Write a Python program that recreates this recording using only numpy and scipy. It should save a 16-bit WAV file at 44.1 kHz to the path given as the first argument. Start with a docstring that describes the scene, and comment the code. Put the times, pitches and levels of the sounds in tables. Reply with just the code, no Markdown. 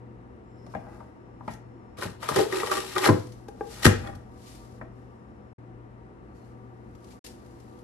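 """First a low appliance hum beats on the left, over dull kitchen air; a thin whine comes and goes.
Close up on the counter, a plastic chopper's lid swings and knocks, an onion tears layer by layer in its
blade grid, and the lid slams home with a thump. Hands slide off the lid and pieces rustle in a tub.
Motors are sines and wavering tones; contacts ring plastic modes and noise; movements are shaped noise
or streams of tiny contacts; hard kitchen surfaces return a tail. The sound drops out briefly twice."""
import sys
import numpy as np
from scipy import signal
from scipy.io import wavfile
from scipy.ndimage import uniform_filter1d

SR = 44100
rng = np.random.default_rng(int(sys.argv[2]) if len(sys.argv) > 2 else 0)


def output_pcm(signal):
    """Save a mono or channel-first signal as 16-bit PCM at the path in sys.argv[1].

    Samples are clipped to [-1, 1] before scaling.
    """
    pcm = np.clip(np.atleast_2d(signal).T, -1, 1) * 32767
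    wavfile.write(sys.argv[1], SR, np.round(pcm).astype(np.int16))


N = 345303
TIME = np.arange(N) / SR
RING = TIME[:SR // 4]   # time axis of one contact
ATTACK = SR // 40   # samples over which a contact's level is set

# Table levels are relative: the functions add their own trims, stereo lean and room.
# Room air: pitch_hz [Hz], density_db [dB per Hz]
AIR_SPECTRUM = [(25, -37), (60, -13.5), (85, -8.5), (120, -22.5), (200, -12), (400, -16), (620, -24),
                (900, -26), (1600, -32.5), (2400, -44), (3500, -56), (6000, -56), (10000, -64.5),
                (14000, -79)]
# Wavering motor tones, each spread over a width: pitch_hz [Hz], level_db [dB], width_hz [Hz]
MOTOR_TONES = [(54.8, -60, 5.3), (210.7, -64, 5.5), (250.4, -62.5, 3.1), (344.6, -63, 9.9),
               (373.5, -63.5, 16), (491.6, -64.5, 5.5), (757, -66.5, 19), (934, -68, 24), (1174, -67, 22),
               (9400, -93.5, 120)]
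# Rise and fall of the thin electrical whine: time_s [s], level_db [dB]
WHINE_LEVEL = [(0, -100), (1.1, -92), (1.25, -83.5), (1.9, -81), (4.8, -83.5), (5.5, -84), (5.6, -97),
               (7.83, -99)]
# Partials of the whine: pitch_hz [Hz], level_db [dB], waver_hz [Hz]
WHINE_PARTIALS = [(5394, -0.5, 8), (6815, -11.5, 10)]
# Likeness of the two sides: pitch_hz [Hz], correlation [-1 to 1]
SIDE_LIKENESS = [(60, 0.79), (130, 0.52), (250, 1), (500, -0.59), (1000, 0.72), (2500, -0.028),
                 (6000, -0.094), (12000, 0.055)]
# Stereo balance: pitch_hz [Hz], left_minus_right_db [dB]
STEREO_LEAN = [(60, 1), (130, 5.5), (300, -1.5), (500, 5.5), (1100, 5), (2200, 3), (4500, 7), (8000, 0.5),
               (13000, -3.5)]
# Kitchen reflections: pitch_hz [Hz], density_db [dB]
ROOM_SPECTRUM = [(50, -3.5), (150, -15.5), (450, 5.5), (1500, 0.5), (5000, -3), (8000, 8), (11000, 7.5),
                 (15000, -4)]
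# Decay of the kitchen: pitch_hz [Hz], t60_s [s]
ROOM_DECAY = [(70, 1), (250, 0.4), (1000, 0.3), (5000, 0.42), (8000, 0.24), (11000, 0.15), (14000, 0.28)]
# Moments without sound: start_s [s], end_s [s]
DROPOUTS = [(5.532, 5.583), (7.192, 7.243)]

# Modes of counter, box and lid: pitch_hz [Hz], level_db [dB], t60_s [s]
BOX_MODES = [(73.27, 3.5, 0.047), (99.7, -2, 0.22), (139, -3.5, 0.16), (228.3, 3.5, 0.11), (303, 3.5, 0.21),
             (335.2, -1, 0.13), (440.6, -6, 0.033), (515, -5, 0.028), (663, -16, 0.29), (794, -9.5, 0.082),
             (1050, 4.5, 0.011), (1235.5, -8.5, 0.034), (1612, -5, .06), (1920, -7.5, 0.033),
             (2103, -15.5, 0.05), (2444, -10.5, 0.069)]
# Dense overtones of the plastic: pitch_hz [Hz], density_db [dB per Hz]
PLASTIC_SPECTRUM = [(40, -18), (100, -4), (300, 2.5), (470, -1.5), (750, -6.5), (1000, -1), (1400, -5),
                    (1950, -7), (2700, -2.5), (3600, -12), (5800, -9.5), (8000, -18), (12000, -8),
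                    (15500, -32)]
# Decay of those overtones: pitch_hz [Hz], t60_s [s]
PLASTIC_DECAY = [(80, 0.25), (400, 0.091), (1500, 0.02), (5000, 0.04), (13000, 0.029)]
# Modes of the hollow container, before damping: pitch_hz [Hz], level_db [dB], t60_s [s]
CONTAINER_MODES = [(347.3, -12.5, 0.088), (457.4, 2, 0.045), (811, -4, 0.05), (1150, -14, 0.026),
                   (1590, -10.5, 0.025), (2400, -20, 0.02)]
# Modes of the worktop, before damping: pitch_hz [Hz], level_db [dB], t60_s [s]
WORKTOP_MODES = [(76, -6, 0.088), (92, -2, 0.099), (127, -3, 0.25), (146, -2, 0.24), (232, 5.5, 0.17),
                 (303, -6.5, 0.26), (344, 5, 0.086), (498, -10.5, 0.42)]
# Air and wall notes of the container: pitch_hz [Hz], boost_db [dB], sharpness_q [Q]
HOLLOW_NOTES = [(385, 12.5, 12), (419.7, 14.5, 9.7), (462, 13, 18), (1190, -1, 9.6), (1506, -7, 22),
                (1865, 1, 26)]
# Notes of groups of nearly equal blades: pitch_hz [Hz], level_db [dB]
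BLADE_NOTES = [(805, -1), (1230, -4.5), (1320, -1.5), (1415, 0.5), (1580, -2.5), (1690, 0), (1900, 5),
               (2115, -4.5), (2420, -0.5), (2850, -8), (3350, -13)]
# Bands of thump, box, shell and crack, in that order: low_hz [Hz], high_hz [Hz]
ZONE_BANDS = [(45, 260), (270, 620), (620, 2400), (2400, 16000)]

# Sliding hiss and wet ticks: pitch_hz [Hz], density_db [dB per Hz]
RUSTLE_SPECTRUM = [(1650, 3.5), (2800, -3), (4510, 1), (5230, -2), (8920, -3), (11700, -13), (14000, -7)]
# Skin and onion sliding on plastic: peak_s [s], level_db [dB], rise_s [s], fall_s [s]
SLIDE_STROKES = [(0.72, -66.5, 0.16, 0.19), (0.95, -65, 0.19, 0.22), (1.525, -52, 0.075, 0.04),
                 (3.111, -45.5, .05, 0.22), (3.35, -74, 0.22, 0.76), (3.741, -44.5, 0.13, 0.3),
                 (4.06, -58, 0.23, 0.12), (4.489, -50.5, 0.14, 0.21), (4.65, -69, 0.18, 0.21),
                 (4.77, -72, 0.16, 0.044), (4.97, -75.5, 0.062, 0.57), (6.37, -69.5, 0.069, 0.11),
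                 (6.46, -73, 0.063, 0.11), (7.125, -55.5, 0.11, 0.046), (7.247, -44.5, 0.025, 0.088),
                 (7.55, -67, 1.3, 4.7)]
# Small wet ticks of onion pieces: start_s [s], level_db [dB]
WET_TICKS = [(1.535, -29.5), (3.268, -33.5), (3.32, -32), (3.482, -31), (4.151, -33), (6.95, -40),
             (7.0425, -36.5), (7.2435, -33.5), (7.2622, -23), (7.46, -42), (7.6, -38.5), (7.787, -43)]
# Faint fingers on plastic: peak_s [s], level_db [dB], rise_s [s], fall_s [s], pitch_hz [Hz]
FINGER_SQUEAKS = [(0.5, -85, 0.12, 0.3, 7400), (0.6, -72.5, 0.15, 0.5, 5280),
                  (6.38, -79.5, 0.06, 0.06, 6900), (6.43, -80, 0.22, 0.15, 4300)]
# Swing of the hinge: level_db [dB], rise_s [s], fall_s [s]
HINGE_SWING = (-53, 0.28, 0.26)
# Diced onion tumbling into the container: level_db [dB], rise_s [s], fall_s of the thudding [s]
DICE_TUMBLE = (-36.5, 0.35, 0.35)
# Soft taps on the hollow container: start_s [s], level_db [dB]
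CONTAINER_TAPS = [(3.485, -33), (3.609, -21.5)]
# Blade grid set rattling by firm knocks: start_s [s], level_db [dB]
GRID_RATTLES = [(0.75, -51.5), (1.48, -45), (3.856, -22), (4.814, -60)]
# Lid knocks: start_s [s], shell level_db [dB], weight_db [dB], crack_to_shell_db [dB], pitch_hz [Hz]
LID_KNOCKS = [(0.664, -51.5, 6, -13, 650), (0.737, -41, -10, -45, 900), (0.749, -33, -1, -28.5, 660),
              (0.867, -48.5, -1, -49, 766), (1.003, -46.5, -7, -53, 930), (1.407, -45, -2, -53, 920),
              (1.478, -33, -2, -23, 880), (2.226, -39, -21, -13.5, 626), (3.088, -20, 6, -25, 901),
              (3.853, -18, 2.5, -3, 1980), (3.863, -19.5, 1, -4, 1610), (4.812, -41, -1, -31, 1840)]
# A landing hand or a stopped lid thuds the box: start_s [s], level_db [dB], lowest_hz shaken [Hz]
BOX_THUDS = [(2.054, -32.5, 83), (2.313, -31.5, 111), (3.097, -16, 125), (3.862, -19, 80)]
# The chopper driven into the counter: start_s [s], level_db [dB], lowest_hz shaken [Hz]
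COUNTER_SLAMS = [(3.092, -9.5, 128.7), (3.856, -6.5, 62)]
# First, slow push through the grid: time_s [s], crunch_db [dB], juice_spray_db [dB]
SLOW_PUSH = [(1.97, -57, -54), (2.026, -32.5, -36.5), (2.184, -74, -71), (2.234, -38, -41),
             (2.28, -41.5, -51), (2.29, -44, -31), (2.308, -36, -41.5), (2.388, -27, -31),
             (2.488, -50.5, -50.5), (2.536, -31, -37.5), (2.706, -44, -41.5), (2.714, -28, -31),
             (2.872, -45.5, -43), (2.954, -43.5, -41), (2.964, -29.5, -42), (3.008, -35, -36.5),
             (3.04, -24, -33), (3.06, -22.5, -25), (3.078, -20.5, -27), (3.084, -31.5, -41),
             (3.1, -26.5, -55)]
# Second push, driving the rest through: time_s [s], crunch_db [dB], juice_spray_db [dB]
FINAL_PUSH = [(3.7, -51, -63), (3.82, -44, -52), (3.83, -32.5, -27.5), (3.84, -30.5, -30),
              (3.858, -11, -14.5)]
# Pitch range of single fibres snapping: low_hz [Hz], high_hz [Hz]
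FIBRE_RANGE = (842, 4500)
# Container groans: peak_s [s], level_db [dB], rise_s [s], fall_s [s], pitch_hz [Hz]
CONTAINER_GROANS = [(2.373, -19.5, 0.022, 0.094, 437), (2.404, -25, 0.013, 0.058, 456),
                    (2.535, -27.5, 0.018, 0.067, 400), (2.572, -28, 0.05, 0.11, 420),
                    (2.772, -25, 0.08, 0.077, 391), (2.97, -27.5, 0.022, 0.11, 350),
                    (3.07, -22, 0.062, 0.075, 454)]
# Band of the groans: low_hz [Hz], high_hz [Hz]
GROAN_BAND = (320, 560)
# Onion layers tearing, and a last onion piece dropping with a thin tick at 4.07 s:
# start_s [s], snap level_db [dB], boom_to_snap_db [dB], crack_to_snap_db [dB], pitch_hz [Hz]
TEARS_AND_DROP = [(1.985, -45, 11, 0, 930), (2.023, -41, 12.5, 3, 2430), (2.288, -21, -9.5, -10.5, 990),
                  (2.36, -23, 8, -4.5, 1070), (2.387, -20.5, 2, -13, 800), (2.524, -28.5, 1, -9, 1950),
                  (2.599, -31.5, -6, -5, 1920), (2.631, -24, -4.5, -22, 1150),
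                  (2.661, -40, -31, -1.5, 1900), (2.671, -30.5, -25, -3, 3080), (2.698, -33, -16, -8, 1230),
                  (2.714, -19, -16, -14, 1170), (2.769, -28.5, 1, -6, 1170), (2.962, -22, -7, -19, 1250),
                  (2.981, -30, -21.5, 4, 3500), (3.041, -30, -10, -2, 2000), (3.059, -17, -7, -15, 1450),
                  (3.074, -20.5, -3, -9, 1230), (3.831, -30, -14.5, -3.5, 1860),
                  (4.07, -40, 1.5, -5.5, 3260)]

# Half-octave filter bank, and the four zones of the box
EDGES = 22 * 2 ** np.arange(0, 9.6, .5)
BANK = [signal.butter(2, pair, "band", fs=SR, output="sos") for pair in zip(EDGES, EDGES[1:])]
ZONES = [signal.butter(order, pair, "band", fs=SR, output="sos")
         for order, pair in zip((2, 2, 5, 5), ZONE_BANDS)]


def from_db(db):
    """Decibels to gain."""
    return 10 ** (np.asarray(db) / 20)


def rms(x):
    """Root mean square."""
    return np.sqrt(np.mean(x ** 2) + 1e-24)


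def decay(t, t60_s):
    """Gain that falls evenly by 60 dB in t60_s."""
    return from_db(-60 * t / t60_s)


def at_hz(points, hz):
    """Read a table on a log-frequency axis."""
    f, value = np.transpose(points)
    return np.interp(np.log(hz), np.log(f), value)


def level(spans, column):
    """Gain in time from dB curves, fading to silence outside them."""
    gain = 0
    for rows in spans:
        rows = np.array(rows)
        gain = gain + from_db(np.interp(TIME, rows[:, 0], rows[:, column], left=-150, right=-150))
    return np.abs(uniform_filter1d(uniform_filter1d(gain, size=130), size=130))


def stroke(peak_s, peak_db, rise_s, fall_s, range_db=20):
    """Gain of a movement: range_db up in rise_s, the same down in fall_s, both evenly in dB."""
    away = np.maximum((peak_s - TIME) / rise_s, (TIME - peak_s) / fall_s)
    return from_db(peak_db - range_db * np.minimum(away, 10))


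def add(out, start_s, sound):
    """Mix a stereo sound in at a time."""
    i = round(start_s * SR)
    out[:, i:i + sound.shape[1]] += sound[:, :N - i]


def lean(hz):
    """Left and right gain at a frequency."""
    return from_db(at_hz(STEREO_LEAN, hz) * np.array([[.5], [-.5]]))


def highpass(x, hz):
    """Steep cut of the lows."""
    return signal.sosfilt(signal.butter(4, hz, "high", fs=SR, output="sos"), x)


def lowpass(x, hz, order=2):
    """Cut of the highs, gentle at a low order."""
    return signal.sosfilt(signal.butter(order, hz, fs=SR, output="sos"), x)


def favour(x, hz, q, boost_db):
    """The point of contact brings out the modes near one pitch."""
    b, a = signal.iirpeak(hz, q, fs=SR)
    return x + from_db(boost_db) * signal.lfilter(b, a, x)


def drift(rate_hz):
    """Slow random wander of spread 1, drawn at every 40th sample."""
    r = np.exp(-80 * np.pi * rate_hz / SR)
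    slow = signal.lfilter([1], [1, -2 * r, r * r], rng.standard_normal(N // 40 + 2002))
    slow = slow[2000:]   # skip the filter's start
    return np.interp(np.arange(N) / 40, np.arange(len(slow)), slow / rms(slow))


def tone(hz, width_hz):
    """A wavering tone, spread over a width by slow random wander of its two phases."""
    turn = 2 * np.pi * hz * TIME
    return lean(hz) * (drift(width_hz / 2) * np.cos(turn) + drift(width_hz / 2) * np.sin(turn))


def noise(spectrum, t, t60=None):
    """Stereo noise in half-octave bands; with a t60 table each band dies at its own pace."""
    out, white = 0, rng.standard_normal((2, 2, len(t)))
    for k, hz in enumerate(np.sqrt(EDGES[1:] * EDGES[:-1])):
        mid, side = signal.sosfilt(BANK[k], white[k % 2])
        alike = at_hz(SIDE_LIKENESS, hz)
        gain = from_db(at_hz(spectrum, hz)) * lean(hz)
        if t60:
            gain = gain * decay(t, at_hz(t60, hz))
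        out = out + gain * (np.sqrt(1 + alike) * mid + np.sqrt(1 - alike) * side * [[1], [-1]])
    return out


def grains(per_s, spread_db, size):
    """Random clicks of both signs, a few much larger than the rest."""
    born = rng.random(size) < per_s / SR
    return born * rng.choice([-1, 1], size) * from_db(spread_db * np.minimum(rng.exponential(1, size), 4))


def chopper(modes_db=-19, scatter_db=4.0, ear_phase=0.71):
    """One touch rings the box: clear modes, each with a strength of its own, amid dense overtones."""
    out = noise(PLASTIC_SPECTRUM, RING, PLASTIC_DECAY)
    for hz, db, t60_s in BOX_MODES:
        # higher modes reach the two ears less in step
        phase = ear_phase * hz / 500 * rng.standard_normal((2, 1))
        gain = from_db(modes_db + db + rng.normal(0, scatter_db)) * lean(hz)
        out = out + gain * decay(RING, t60_s) * np.sin(2 * np.pi * hz * RING + phase)
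    return out


def patter(per_s, spread_db):
    """A stream of tiny contacts at one place on the box."""
    contacts = grains(per_s, spread_db, N)
    return signal.oaconvolve(chopper(modes_db=-22.0), contacts[None], axes=1)[:, :N]


def hollow(x, gap_hz=669, gap_q=2.5, gap_share=0.2):
    """The container picks out a few notes, which beat as they ring, and leaves a gap above its boom."""
    x = x + sum(favour(x, hz, q, boost_db) - x for hz, boost_db, q in HOLLOW_NOTES)
    return x - gap_share * signal.lfilter(*signal.iirpeak(gap_hz, gap_q, fs=SR), x)


def voiced(ring, zone_dbs, shell_top_hz=4200, db_per_octave=28):
    """Where and how hard the box is hit sets the share of thump, box, shell and crack."""
    parts = [signal.sosfilt(zone, ring) for zone in ZONES]
    # a soft contact has little crack, and leaves the upper shell modes quiet too
    top_hz = np.clip(shell_top_hz * 2 ** ((zone_dbs[3] - zone_dbs[2]) / db_per_octave), 800, 12000)
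    parts[2] = lowpass(parts[2], top_hz)
    return sum(from_db(db) * part / rms(part[:, :ATTACK]) for db, part in zip(zone_dbs, parts))


def soft_blows(blows, modes, gain_db, damping, softness_hz):
    """A cushioned blow rings a few modes without any crack."""
    out = np.zeros((2, N))
    for start_s, level_db in blows:
        for hz, db, t60_s in modes:
            gain = from_db(level_db + gain_db + db) * lean(hz)
            add(out, start_s, gain * decay(RING, t60_s / damping) * np.sin(2 * np.pi * hz * RING))
    return lowpass(out + 1e-18, softness_hz)   # inaudible offset keeps the filter fast


def appliance(air_db=-49.5, hum_hz=119, hum_db=-52.5, second_hum_db=-59.5):
    """Two motors beat near twice the mains rate, with wavering tones over a dull rush of air."""
    air = noise(AIR_SPECTRUM, TIME)
    turn = 2 * np.pi * hum_hz * TIME
    beat_hz = 1.31 - .032 * TIME   # the motors' difference in pitch slowly closes
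    ahead = 2 * np.pi * np.cumsum(beat_hz) / SR
    hum = np.sqrt(2) * (from_db(hum_db) * np.sin(turn) + from_db(second_hum_db) * np.sin(turn + ahead))
    hum = hum * from_db(-5 * (TIME > 7.22))   # the hum is 5 dB fainter from 7.22 s on
    tones = sum(from_db(db) * tone(hz, width_hz) for hz, db, width_hz in MOTOR_TONES)
    return from_db(air_db) * air / rms(air) + hum * lean(hum_hz) + tones


def whine():
    """Two faint high tones, even in strength and barely wavering in pitch, rise and fall together."""
    out = 0
    for hz, db, waver_hz in WHINE_PARTIALS:
        turn = 2 * np.pi * np.cumsum(hz + waver_hz * drift(16)) / SR
        out = out + from_db(db) * lean(hz) * np.sqrt(2) * np.sin(turn)
    return level([WHINE_LEVEL], 1) * out


def kitchen(x, wet_db=-5, onset_s=0.0011):
    """Hard walls and the counter return a diffuse tail, each band dying at its own pace."""
    t = TIME[:SR]
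    tail = noise(ROOM_SPECTRUM, t, ROOM_DECAY) * np.clip(t / onset_s - .5, 0, 1)
    tail = tail / np.sqrt(np.sum(tail ** 2) / 2)
    return from_db(wet_db) * signal.oaconvolve(x.mean(axis=0, keepdims=True), tail, axes=1)[:, :N]


def squeak(width_hz=290):
    """Thin whistles of fingers on plastic swell and fade."""
    return sum(stroke(*shape) * tone(hz, width_hz) for *shape, hz in FINGER_SQUEAKS)


def rustle(gain_db=-2, flutter_db=1.5, low_hz=2000, tick_db=-8, tick_t60_s=0.027, tick_rise_s=0.0041):
    """Sliding makes a soft uneven hiss; wet pieces tick as they part or land."""
    hiss = highpass(noise(RUSTLE_SPECTRUM, TIME), low_hz)
    movement = sum(stroke(*slide) for slide in SLIDE_STROKES)
    out = from_db(gain_db + flutter_db * drift(60)) * movement * hiss / rms(hiss)
    shape = (1 - np.exp(-RING / tick_rise_s)) * decay(RING, tick_t60_s)
    for start_s, level_db in WET_TICKS:
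        tick = highpass(noise(RUSTLE_SPECTRUM, RING), low_hz)
        add(out, start_s, from_db(level_db + tick_db) * shape * tick / rms(tick))
    return out


def hinge(per_s=700, softness_hz=1400, peak_s=.93):
    """Tiny slips of the hinge ring the lid."""
    ring = signal.sosfilt(ZONES[2], patter(per_s, spread_db=2.0))
    ring = lowpass(ring, softness_hz)
    return stroke(peak_s, *HINGE_SWING) * ring / rms(ring)


def tumble(per_s=400, thud_db=-5.0, thud_hz=150, patter_db=-6, softness_hz=2000, patter_fall_s=0.12):
    """Soft dice land on the container floor; their patter ends before the thudding."""
    peak_s = 4.09
    level_db, rise_s, fall_s = DICE_TUMBLE
    ring = lowpass(patter(per_s, spread_db=2.0), softness_hz)
    thud = lowpass(signal.sosfilt(ZONES[0], ring), thud_hz)
    shell = signal.sosfilt(ZONES[2], hollow(ring))
    return (stroke(peak_s, level_db + thud_db, rise_s, fall_s) * thud / rms(thud)
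            + stroke(peak_s, level_db + patter_db, rise_s, patter_fall_s) * shell / rms(shell))


def taps(pat_db=-16, pat_hz=1500, pat_t60_s=0.03, lowest_hz=290):
    """The container wall flexes with a dull pat and gives a short hollow note."""
    out = soft_blows(CONTAINER_TAPS, CONTAINER_MODES, gain_db=-1.5, damping=0.83, softness_hz=1600)
    for start_s, level_db in CONTAINER_TAPS:
        pat = lowpass(noise(PLASTIC_SPECTRUM, RING), pat_hz, order=3)
        add(out, start_s, from_db(level_db + pat_db) * decay(RING, pat_t60_s) * pat / rms(pat))
    return highpass(out, lowest_hz)


def grid(q=35, per_s=900, t60_s=0.29):
    """Steel blades rattle in their frame after a firm knock; their close notes blur into a rough ring."""
    t = TIME[:SR // 2]
    out = np.zeros((2, N))
    for start_s, level_db in GRID_RATTLES:
        ring = 0
        for hz, db in BLADE_NOTES:
            contacts = [grains(per_s, 1.7, len(t)) for _ in range(2)]
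            ring = ring + from_db(db) * lean(hz) * signal.lfilter(*signal.iirpeak(hz, q, fs=SR), contacts)
        add(out, start_s, from_db(level_db) * decay(t, t60_s) * ring / rms(ring))
    return out


def knocks(gain_db=-1, lowest_hz=85, thump_hz=240, box_db=-6, box_follows=0.98):
    """The lid bumps on its hinge, on the onion and on the frame; weight behind a blow brings out the lows."""
    out = np.zeros((2, N))
    for start_s, level_db, weight_db, crack_db, clack_hz in LID_KNOCKS:
        ring = highpass(chopper(modes_db=-22.5), lowest_hz)
        ring = favour(ring, thump_hz, q=1, boost_db=6.0)
        ring = favour(ring, clack_hz, q=3.9, boost_db=2.0)
        # less crack, duller contact: an octave lower for every 9 dB, down to 2200 Hz
        ring = lowpass(ring, max(14000 * 2 ** (crack_db / 9), 2200), order=1)
        zone_dbs = [weight_db, box_db + box_follows * weight_db, 0, crack_db]
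        add(out, start_s, from_db(level_db + gain_db) * voiced(ring, zone_dbs))
    return out


def thuds(gain_db=-1, thud_hz=105):
    """A landing hand or a stopped lid makes the whole box thud."""
    zone_dbs = [0.5, -4.5, -20, -35]   # thump, box, shell, crack
    out = np.zeros((2, N))
    for start_s, level_db, lowest_hz in BOX_THUDS:
        ring = favour(highpass(chopper(modes_db=-21.0), lowest_hz), thud_hz, q=3.9, boost_db=4.5)
        add(out, start_s, from_db(level_db + gain_db) * voiced(ring, zone_dbs))
    return out


def counter():
    """The lid hitting the frame drives a deep thump into the worktop."""
    out = 0
    for start_s, level_db, lowest_hz in COUNTER_SLAMS:
        thump = soft_blows([(start_s, level_db)], WORKTOP_MODES, gain_db=-9.0, damping=1.5, softness_hz=900)
        out = out + highpass(thump, lowest_hz)
    return out


def groan(per_s=700, gain_db=-2):
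    """The blades drag through the flesh in fine slips, which keep the container booming."""
    band = signal.butter(3, GROAN_BAND, "band", fs=SR, output="sos")
    ring = signal.sosfilt(band, hollow(patter(per_s, spread_db=1.5)))
    out = 0
    for *shape, hz in CONTAINER_GROANS:
        note = favour(ring, hz, q=6.2, boost_db=5.5)
        out = out + stroke(*shape) * note / rms(note)
    return from_db(gain_db) * out


def crackle(per_s=420, gain_db=-5, spread_db=3.0, q=11, count=16):
    """In the slow push wet fibres snap at uneven moments and pitches, high ones smaller, in the container."""
    ring = 0
    for hz in np.geomspace(*FIBRE_RANGE, count):
        snaps = grains(per_s / count, spread_db, N) + 1e-18   # inaudible offset keeps the filter fast
        ring = ring + lean(hz) / hz * signal.lfilter(*signal.iirpeak(hz, q, fs=SR), snaps)
    ring = hollow(ring)
    return from_db(gain_db) * level([SLOW_PUSH], 1) * ring / rms(ring)


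def cutting(per_s=300, crunch_db=-5.0, spray_db=-1.5, jerk_db=1.0, count=4):
    """Cells burst densely at several places on the blade grid, and the box radiates them."""
    ring = hollow(sum(patter(per_s, spread_db=3.0) for _ in range(count)))
    ring = ring * from_db(jerk_db * drift(57))   # the onion sinks in small jerks
    out = 0
    for column, zone, db in zip((1, 2), ZONES[2:], [crunch_db, spray_db]):
        part = signal.sosfilt(zone, ring)
        out = out + from_db(db) * level([SLOW_PUSH, FINAL_PUSH], column) * part / rms(part)
    return out


def tears_and_drop(gain_db=-6.0, per_s=900, after_db=-19, run_s=0.0035, thump_to_boom_db=-5):
    """A tearing layer, or the last piece dropping, gives one snap and a short run of tiny contacts."""
    out = np.zeros((2, N))
    for start_s, level_db, boom_db, crack_db, snap_hz in TEARS_AND_DROP:
        force = from_db(after_db) * grains(per_s, 7.5, len(RING)) * np.exp(-RING / run_s)
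        force[0] = 1   # the first contact
        ring = signal.fftconvolve(chopper(modes_db=-20), force[None], axes=1)[:, :len(RING)]
        ring = favour(highpass(ring, 82), snap_hz, q=9.0, boost_db=9)
        zone_dbs = [boom_db + thump_to_boom_db, boom_db, 0, crack_db]
        add(out, start_s, from_db(level_db + gain_db) * voiced(hollow(ring), zone_dbs))
    return out


def scene(hum_lag_s=0.00031):
    """Chopper and rustle in the kitchen; the hum comes from the left and reaches the right side later."""
    left, right = appliance() + whine()
    background = [left, np.interp(TIME - hum_lag_s, TIME, right)]
    handling = squeak() + rustle() + hinge() + tumble() + taps()
    blows = grid() + knocks() + thuds() + counter()
    onion = groan() + crackle() + cutting() + tears_and_drop()
    near = handling + blows + onion
    return near + kitchen(near) + background


def record(dry, treble_hz=13200, top_hz=16400):
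    """The treble falls away, the sound drops out twice, peaks clip at full scale and the top is cut."""
    live = np.ones(N)
    for start_s, end_s in DROPOUTS:
        live[(TIME > start_s) & (TIME < end_s)] = 0
    dull = lowpass(dry, treble_hz, order=10)
    heard = np.clip(dull * uniform_filter1d(live, size=130), -1, 1)
    return signal.sosfilt(signal.cheby2(16, 70, top_hz, fs=SR, output="sos"), heard)


dry = scene()
out = record(dry)
output_pcm(out)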